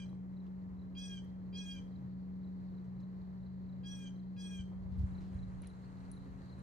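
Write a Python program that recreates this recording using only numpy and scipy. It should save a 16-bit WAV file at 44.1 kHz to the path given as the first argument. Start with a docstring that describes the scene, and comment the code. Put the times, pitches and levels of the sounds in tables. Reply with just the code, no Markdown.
"""Wooded lake shore at sunset.

A bird calls in pairs of nasal, arched notes that echo among the trunks. Further off a small bird chips
in falling whistles and others twitter. A distant engine drones under a faint rush of air, and the
undergrowth crackles. Late on, a hand softly bumps the microphone and ticks on its case; a hiss opens up."""
import sys
import numpy as np
from scipy import signal
from scipy.fft import rfft, irfft, next_fast_len
from scipy.io import wavfile

SR = 44100
rng = np.random.default_rng(int(sys.argv[2]) if len(sys.argv) > 2 else 0)


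def int16_out(signal):
    """Quantize to a 16-bit WAV file."""
    q = np.round(np.clip(np.atleast_2d(signal).T, -1, 1) * 32767)
    wavfile.write(sys.argv[1], SR, q.astype(np.int16))


N = 291942
TIME = np.arange(N) / SR


def calling_bird():
    """The near bird's notes, heard through the trees."""
    # Each row: start and length in seconds, top pitch and scoop up to it in Hz, seconds until the fall,
    # fall in Hz per second, then base levels in dB of partials 2, 3, 5, 6 and of all those above.
    notes = [(-.208, 0.25, 835, 27, 0.087, 192, -68.5, -66.5, -74, -63.5, -64),
             (0.948, 0.251, 833, 39, 0.1, 277.1, -71.5, -69, -73.5, -63.5, -64),
             (1.525, 0.27, 828.5, 38, 0.088, 166.4, -73, -64.5, -73, -64.5, -63.5),
             (3.832, .259, 831, 28.7, .095, 210, -70.5, -71.5, -76.5, -69.5, -65.5),
             (4.362, 0.26, 830, 18, 0.1002, 224, -69.5, -69.5, -74, -72.5, -63.5)]
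    # The main, fourth partial, one curve a note. Each point: scene time in seconds, level in dB.
    main_levels = [
        [(0, -60), (.035, -63)],
        [(.948, -74), (.965, -59.5), (.983, -48.5), (1.005, -57.5), (1.04, -53), (1.06, -55), (1.083, -65),
         (1.105, -56), (1.13, -51.5), (1.16, -57.5), (1.185, -58), (1.206, -64.5)],
        [(1.527, -75), (1.545, -59.5), (1.565, -50.5), (1.59, -51), (1.612, -51), (1.635, -63.5),
         (1.665, -55.5), (1.695, -51), (1.72, -51.5), (1.748, -60.5), (1.77, -61), (1.785, -59)],
        [(3.836, -72.5), (3.853, -61.5), (3.872, -51.5), (3.908, -60.5), (3.932, -54.5), (3.952, -63.5),
         (3.975, -62), (4, -64.5), (4.025, -62), (4.07, -60), (4.098, -59.5)],
        [(4.363, -83), (4.385, -63), (4.415, -60), (4.445, -59), (4.47, -54), (4.495, -71), (4.52, -58.5),
         (4.555, -58), (4.595, -57.5), (4.617, -62.5)],
    ]
    t = np.arange(-SR // 2, N) / SR
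    out = np.zeros((2, len(t)))
    for (start, *shape), curve in zip(notes, main_levels):
        on = (t >= start) & (t < start + shape[0] + .02)
        out[:, on] += nasal_note(t[on] - start, shape, envelope(curve, t[on]))
    return woods(out, t60=.55, wash_db=-13.5, trunks_db=-9)[:, -N:]


def nasal_note(age, shape, main_db, scoop_s=.02743, break_s=.034, drop_hz=11, rattle_hz=130):
    """The voice catches with a squeak, scoops up, holds, falls and breaks into a rasp."""
    # The call's stereo image. Each row: frequency in Hz, left minus right in dB, left lead in radians.
    image = [(1640, 4, 1.5), (2440, -2.4, 0.56), (3300, -2, 1.19), (4100, 1.5, 0.9), (4900, 5, 1.2),
             (5600, 6, -0.2), (6600, 6, -1.45), (7260, -1.5, -0.3), (8200, -0.5, -1), (9900, 0.5, -4),
             (11600, -2, -4.5)]
    # Throat resonances of the rasp. Each row: centre in Hz, width in Hz, level in dB.
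    throat = [(3063, 160, -69), (4700, 500, -83.5), (5700, 400, -82), (6250, 300, -78)]
    length, top_hz, scoop_hz, hold_s, fall_hz_per_s, *base_db = shape
    size = len(age)
    catch = np.exp(-age / .008)
    broken = .5 + .5 * np.tanh((age - length + break_s) / .0079)
    hz = top_hz - scoop_hz * np.exp(-age / scoop_s)
    hz -= fall_hz_per_s * np.maximum(age - hold_s, 0) + drop_hz * broken
    wobble = .00203 * drift(20.95, size) + .0028 * drift(140, size)
    roughness = .006 * (broken + catch) * drift(210, size)
    hz *= 1 + wobble + roughness
    phase = 2 * np.pi * np.cumsum(hz) / SR
    levels = {4: main_db, **bill_swells(age, base_db, catch, broken)}
    breath = from_db(-84) * (1 + np.cos(phase)) * noise_band(size, 2500, 5200)  # pulses once a cycle
    squeak = from_db(-68.5) * catch * noise_band(size, 2425, 2775)
    out = breath + squeak
    for k, db in levels.items():
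        lag_rad = np.array([[0], [at_hz(image, k * hz.mean(), column=2)]])
        partial = np.sqrt(2) * from_db(db) * np.sin(k * phase + rng.uniform(0, 2 * np.pi) - lag_rad)
        out = out + partial * panned(at_hz(image, k * hz.mean()))
    for centre_hz, width_hz, db in throat:
        rasp = noise_band(size, centre_hz - width_hz / 2, centre_hz + width_hz / 2)
        out += from_db(db) * broken * rasp * panned(at_hz(image, centre_hz))
    gate = np.clip(age / .004, 0, 1) * np.clip((length - age) / .024 + .6, 0, 1)
    rattle = 1 + .3 * broken * np.sin(2 * np.pi * rattle_hz * age + drift(67, size))
    return out * gate * rattle


def bill_swells(age, base_db, catch, broken, catch_db=-10.5, break_db=-2.5, waver_db=2.6, flutter_db=3):
    """Levels in dB of the partials around the main one, which swell in turn as the bill opens."""
    # For each partial number: peak in dB over its base level, peak time in seconds into the note,
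    # half length in seconds, depth in dB.
    swells = {2: (0.5, 0.35, -1.7, 9), 3: (-0.5, 0.19, -2.5, 7.5), 5: (0, .05, .065, 14),
              6: (0.6, 0.04, .075, 11.06), 7: (0, .08, .13, 20), 8: (-7, -0.03, 0.96, 14),
              9: (-15.5, -0.7, 0.5, 15.5), 10: (-8.5, .125, -0.3, 4), 11: (-22.5, 0.3, -0.1, 16),
              12: (-27.5, 2, 0.3, 20.5), 13: (-28.5, 1.27, -1, 17.5), 14: (-20.5, 1.05, 1.5, 8.5),
              15: (-27, -1.3, 1.8, 12), 16: (-32.5, 0.5, 1, 7.5)}
    *low_db, upper_db = base_db
    low_partials = dict(zip((2, 3, 5, 6), low_db))
    size = len(age)
    levels = {}
    for k, (peak_db, peak_s, half_s, depth_db) in swells.items():
        db = low_partials.get(k, upper_db) + peak_db + depth_db * (bell(age - peak_s, half_s) - 1)
        db += catch_db * catch + break_db * broken
        if k > 6:  # the upper partials enter late
            db += 20 * np.log10(.5 + .5 * np.tanh((age - .031) / .014) + 1e-9)
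        db -= 3 * broken * max(k - 8, 0)  # the top goes first as the voice breaks
        levels[k] = db + waver_db * drift(15, size) + flutter_db * min(k / 6, 1) * drift(59, size)
    levels[5] += 2.5 * drift(90, size)  # the weak fifth trembles more than the rest
    return levels


def chipping_bird(gain_db=-1.5, fall_hz_per_s=22000, stroke_s=.0065):
    """A small bird further off: each chip is three quick whistles that slide down."""
    # Each row: time of the last, loudest stroke in seconds, level in dB, stroke spacing in seconds,
    # pitch in Hz.
    chips = [(.095, -70.5, 0.033, 4030), (.405, -71, 0.032, 4000), (.822, -70, 0.026, 4000),
             (1.115, -73, 0.024, 4035), (1.663, -74, 0.0294, 3975), (1.96, -71.5, 0.037, 4047),
             (2.476, -71.5, 0.03, 4000), (2.782, -73, 0.032, 3990), (3.034, -69.5, 0.033, 4030),
             (3.468, -73, 0.0333, 4020), (3.73, -71, 0.034, 4010), (4.2, -72, .037, 4020),
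             (5.186, -66, .032, 3983), (5.434, -65.5, 0.042, 4000), (5.703, -64.5, 0.038, 4030),
             (5.862, -72.5, 0.0336, 4240), (6.173, -64.5, 0.036, 4000), (6.53, -64, 0.032, 4020)]
    # One chip's strokes, last to first. Each row: level offset in dB, pitch offset in Hz.
    strokes = [(0, 0), (-1.5, 10), (-11, -60)]
    out = np.zeros(N)
    for s, db, spacing, hz in chips:
        for k, (stroke_db, step_hz) in enumerate(strokes):
            centre = s - k * spacing
            on = slice(max(round((centre - .02) * SR), 0), round((centre + .02) * SR))
            t = TIME[on] - centre
            pitch = hz + step_hz + rng.normal(0, 25) + 45 * drift(150, len(t))
            pitch -= fall_hz_per_s * rng.uniform(.7, 1.4) * t
            gain = from_db(db + stroke_db + gain_db + rng.normal(0, 1))
            out[on] += gain * bell(t, stroke_s) * np.sin(2 * np.pi * np.cumsum(pitch) / SR)
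    return woods(out * panned(.3), t60=.6, wash_db=-5, trunks_db=-9, gap_s=.025)


def woods(x, t60, wash_db, trunks_db, gap_s=.01):
    """Near trunks add separate early echoes, farther ones a smooth wash, different in each ear."""
    t = np.arange(SR * 3 // 4) / SR
    shape = (2, len(t))
    wash = rng.standard_normal(shape) * from_db(-60 * t / t60) * (1 - np.exp(-t / gap_s))
    trunks = rng.standard_normal(shape) * (rng.random(shape) < 600 / SR)  # 600 echoes a second
    trunks *= (t > gap_s) * np.exp(-t / .032)
    response = (from_db(wash_db) * rms_one(wash) + from_db(trunks_db) * rms_one(trunks)) / np.sqrt(len(t))
    return x + signal.fftconvolve(x, band(response, 2600, 14000, order=1), axes=1)[:, :x.shape[1]]


def hand_bumps(left_lag_s=.00079):
    """Soft bumps rock the microphone's body unevenly, so the left side thuds a little later."""
    # Each row: time in seconds, strength in dB.
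    bumps = [(4.592, -31.5), (4.854, -34), (4.921, -30), (4.957, -30.5), (4.976, -26.5), (4.991, -26),
             (5.003, -25), (5.034, -20), (5.12, -35), (5.345, -31)]
    thuds = -band(ring(clicks(bumps), hz=74, t60=.073), 42, 190)
    left = np.interp(TIME - left_lag_s, TIME, thuds)
    return np.array([left, thuds]) * panned(.8)


def grip_rumble(rest_db=-62.5):
    """The grip rumbles faintly throughout and swells as the fingers shift."""
    # The rumble's colour. Each row: frequency in Hz, relative density in dB.
    spectrum = [(22, -26), (48, 2), (85, -3.5), (130, -11), (250, -28), (1000, -84)]
    # Each row: peak time in seconds, half length in seconds, level in dB.
    shifts = [(4.97, 0.21, -46), (5.42, 0.24, -49), (6.25, 0.21, -64)]
    shifting = sum(from_db(db) * bell(TIME - s, half_s) for s, half_s, db in shifts)
    return (from_db(rest_db) + shifting) * coloured_noise(spectrum)


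def finger_ticks(slip_db=-5, slip_s=.0025, scuff_db=-38, scuff_s=.036, crack_db=-47):
    """Fingers tap the case, slip briefly and scuff, and the case rings."""
    # Each row: time in seconds, strength in dB.
    ticks = [(.098, -34), (4.98, -30), (5.342, -26), (5.62, -9.5), (5.672, -7), (6.116, -2.5),
             (6.593, -22.5)]
    # Each row: frequency in Hz, gain in dB, seconds to die away by 60 dB.
    case_modes = [(5900, -46, 0.008), (8800, -61, 0.008), (9480, -51.5, 0.0098), (9800, -49.5, 0.016),
                  (13200, -48, .006)]
    taps = clicks(ticks)
    slips = sum(from_db(db + slip_db) * bell(TIME - s, slip_s) for s, db in ticks) / np.sqrt(slip_s * SR)
    scuffs = signal.lfilter([1], [1, -np.exp(-1 / (scuff_s * SR))], taps + 1e-18)
    friction = stereo(*rng.standard_normal((2, N)), alike=.36)
    contact = band(taps + (slips + from_db(scuff_db) * scuffs) * friction, 7700, 10700)
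    ringing = sum(from_db(db) * ring(contact, hz, t60) for hz, db, t60 in case_modes)
    return ringing + from_db(crack_db) * band(taps + 1e-18, 3500, 14000)


def engine(drone_db=-46, fade_at_s=5.01, fade_db_per_s=4.5):
    """A distant engine: a drone that fades late on, a higher tone and resonances stirred by noise."""
    # The higher tone comes and goes. Each row: time in seconds, level in dB.
    overtone_level = [(0, -70), (.17, -68.5), (.4, -65), (.52, -76.5), (.72, -66), (.98, -63), (1.15, -73),
                      (1.3, -69.5), (1.55, -66.5), (1.8, -62.5), (2.2, -64.5), (2.64, -65), (2.8, -79),
                      (3.35, -79.5), (3.75, -66), (4.05, -63), (4.53, -75.5), (4.8, -71.5), (5.5, -66),
                      (5.75, -78), (5.9, -64.5), (6.25, -62), (6.62, -66)]
    # Each row: centre in Hz, width in Hz, level in dB.
    resonances = [(128.96, 3.45, -57), (72, 23, -64.5), (310.2, 6.5, -78.5), (358.4, 11, -78.5),
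                  (397.4, 15, -78), (560.7, 14, -82.5)]
    drone_level = drone_db + .77 * drift(2) - fade_db_per_s * np.maximum(TIME - fade_at_s, 0)
    out = engine_tone(drone_level, hz=185.8, wander_hz=.21, lag_rad=.76) * panned(.97)
    out += engine_tone(envelope(overtone_level), hz=265.8, wander_hz=1.1, lag_rad=.2)
    for hz, width_hz, db in resonances:
        stirred = band(rng.standard_normal((2, N + SR)), hz - width_hz / 2, hz + width_hz / 2)[:, -N:]
        out += from_db(db) * stereo(*rms_one(stirred), alike=.31)
    return out


def engine_tone(level_db, hz, wander_hz, lag_rad):
    """A clean tone that wanders a little and reaches the right ear later."""
    phase = 2 * np.pi * np.cumsum(hz + wander_hz * drift(1.7)) / SR
    return np.sqrt(2) * from_db(level_db) * np.sin(phase - np.array([[0], [lag_rad]]))


def undergrowth(grain_db=2.5):
    """Dry leaves and twigs give short, faint bursts of crackle; one row is instead a very faint, brief high
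    tick just after one of the bird's notes."""
    # Each row: start in seconds, level in dB, decay in seconds, frequency in Hz near the band's top.
    snaps = [(.128, -59, 0.004, 1000), (0.466, -75, 0.011, 3800), (1.247, -77, 0.0042, 14000),
             (2.843, -81.5, .02, 6000), (3.002, -74.5, 0.012, 5480), (4.715, -64, 0.057, 800),
             (4.732, -52, 0.0014, 895), (4.92, -78.5, 0.071, 4500), (4.98, -80.5, .022, 14920),
             (4.99, -74, 0.048, 5500), (5.206, -73.5, 0.1, 4660), (5.626, -68.5, 0.05, 2840),
             (5.645, -60, .002, 2900), (5.672, -64, 0.0043, 5600)]
    out = np.zeros((2, N))
    t = TIME[:SR // 4]
    for s, db, decay_s, hz in snaps:
        crackle = rng.standard_normal((2, len(t))) * from_db(grain_db * drift(400, len(t)))
        burst = band(stereo(*crackle, alike=.66) * np.exp(-t / decay_s), hz / 2.3, hz * 1.11)
        at = round(s * SR)
        out[:, at:at + len(t)] += from_db(db) * burst * np.sqrt(SR / 2 / hz)  # evens out band widths
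    return out


def far_twitter():
    """Far small birds blur into a narrow, flickering band."""
    # Each row: time in seconds, level in dB.
    level = [(0, -94), (1.9, -87), (4.8, -86.5), (6.62, -80.5)]
    return noise_band((2, N), 3850, 4550) * from_db(envelope(level) + 1.4 * drift(9.5) + 2.4 * drift(70))


def air(rush_db=-55, shut_db=-83, open_db=-66.5, opens_at_s=4.73, rise_s=.4):
    """The steady rush of open air, and a brighter, grainy hiss that opens up and stays."""
    # The colours of rush and hiss. Each row: frequency in Hz, relative density in dB.
    rush_spectrum = [(22, -28.5), (42, -4.5), (65, 0), (100, -1.5), (160, -5), (240, -12), (450, -16),
                     (700, -22.5), (1000, -23), (1500, -32), (1950, -31.5), (2250, -39.5), (2700, -46),
                     (7000, -53), (10200, -65), (13000, -56), (14300, -66.5)]
    hiss_spectrum = [(300, 4), (900, 7), (1900, 0.5), (2400, -8.5), (3300, -12.5), (4500, -21),
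                     (5400, -17.5), (6800, -14.5), (7700, -18.5), (9500, -18), (11000, -40), (14000, -47.5)]
    grain_db = 1.11 * drift(9.7) + drift(150)
    hiss_db = envelope([(opens_at_s, shut_db), (opens_at_s + rise_s, open_db)])
    rush = from_db(rush_db + drift(7.7)) * coloured_noise(rush_spectrum)
    return rush + from_db(hiss_db + grain_db) * coloured_noise(hiss_spectrum)


def coloured_noise(spectrum):
    """Stereo noise of unit power with this spectrum, arriving from the left."""
    # Each row: frequency in Hz, likeness of the two ears from 0 to 1.
    likeness = [(30, 0.18), (70, 0.15), (150, 0.97), (300, 0.89), (600, 0.41), (1200, 0.33), (2500, 0.73),
                (5000, 0.14), (9000, 0.25), (13000, 0.7)]
    # Each row: frequency in Hz, lead of the left ear in radians.
    left_lead = [(30, 0.12), (186, 0.2), (500, 0.91), (1000, 2.53), (1800, 4.33), (3000, 6.34),
                 (9000, 14.6), (11500, 18.8)]
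    size = next_fast_len(N)
    hz = np.maximum(np.arange(size // 2 + 1) * SR / size, 1)
    pair = stereo(*rfft(rng.standard_normal((2, size))), at_hz(likeness, hz))
    pair[1] *= np.exp(-1j * at_hz(left_lead, hz))
    return rms_one(irfft(pair * from_db(at_hz(spectrum, hz)), size)[:, :N])


def from_db(db):
    """Decibels to gain."""
    return 10 ** (np.asarray(db) / 20)


def rms_one(x):
    """Scale to unit power."""
    return x / np.sqrt(np.mean(x ** 2) + 1e-20)


def bell(t, half_s):
    """A smooth swell that peaks at 1 when t is zero."""
    return np.exp(-(t / half_s) ** 2)


def envelope(points, t=TIME):
    """Join (seconds, value) points with straight lines."""
    return np.interp(t, *np.transpose(points))


def at_hz(points, hz, column=1):
    """Read one column of a spectrum on a log-frequency axis."""
    points = np.array(points)
    return np.interp(np.log(hz), np.log(points[:, 0]), points[:, column])


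def panned(db):
    """Left and right gains of unit mean power, the left louder by db."""
    return rms_one(from_db(np.array([[db], [-db]]) / 2))


def stereo(mid, side, alike):
    """Mix two unrelated signals into a pair with the given likeness."""
    return np.sqrt((1 + alike) / 2) * mid + np.sqrt((1 - alike) / 2) * side * np.array([[1], [-1]])


def drift(rate_hz, size=N):
    """Smooth random wander with a spread of about 1."""
    hop = 40
    pole = np.exp(-2 * np.pi * rate_hz * hop / SR)
    noise = rng.standard_normal(size // hop + 4002)
    slow = signal.lfilter([1], [1, -2 * pole, pole * pole], noise)[2000:]
    return np.interp(np.arange(size) / hop, np.arange(len(slow)), rms_one(slow))


def band(x, low_hz, high_hz, order=2):
    """Butterworth band-pass."""
    return signal.sosfilt(signal.butter(order, [low_hz, high_hz], "band", fs=SR, output="sos"), x)


def noise_band(shape, low_hz, high_hz):
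    """A band of noise at unit power."""
    return rms_one(band(rng.standard_normal(shape), low_hz, high_hz))


def ring(drive, hz, t60):
    """A resonator: a unit click sets a sine of height 1 ringing."""
    r, w = from_db(-60 / (t60 * SR)), 2 * np.pi * hz / SR
    return signal.lfilter([0, np.sin(w)], [1, -2 * r * np.cos(w), r * r], drive + 1e-18)


def clicks(rows):
    """One impulse for each (seconds, dB) row."""
    out = np.zeros(N)
    for s, db in rows:
        out[round(s * SR)] += from_db(db)
    return out


def scene():
    """The shore, and the hand on the microphone."""
    shore = calling_bird() + chipping_bird() + far_twitter() + engine() + air() + undergrowth()
    return shore + hand_bumps() + grip_rumble() + finger_ticks()


def record(dry, low_hz=22, high_hz=14500):
    """The microphone sheds the lowest bass, and the top is cut steeply."""
    thinned = signal.sosfilt(signal.butter(2, low_hz, "high", fs=SR, output="sos"), dry)
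    return signal.sosfilt(signal.ellip(10, .1, 80, high_hz, fs=SR, output="sos"), thinned)


dry = scene()
out = record(dry)
int16_out(out)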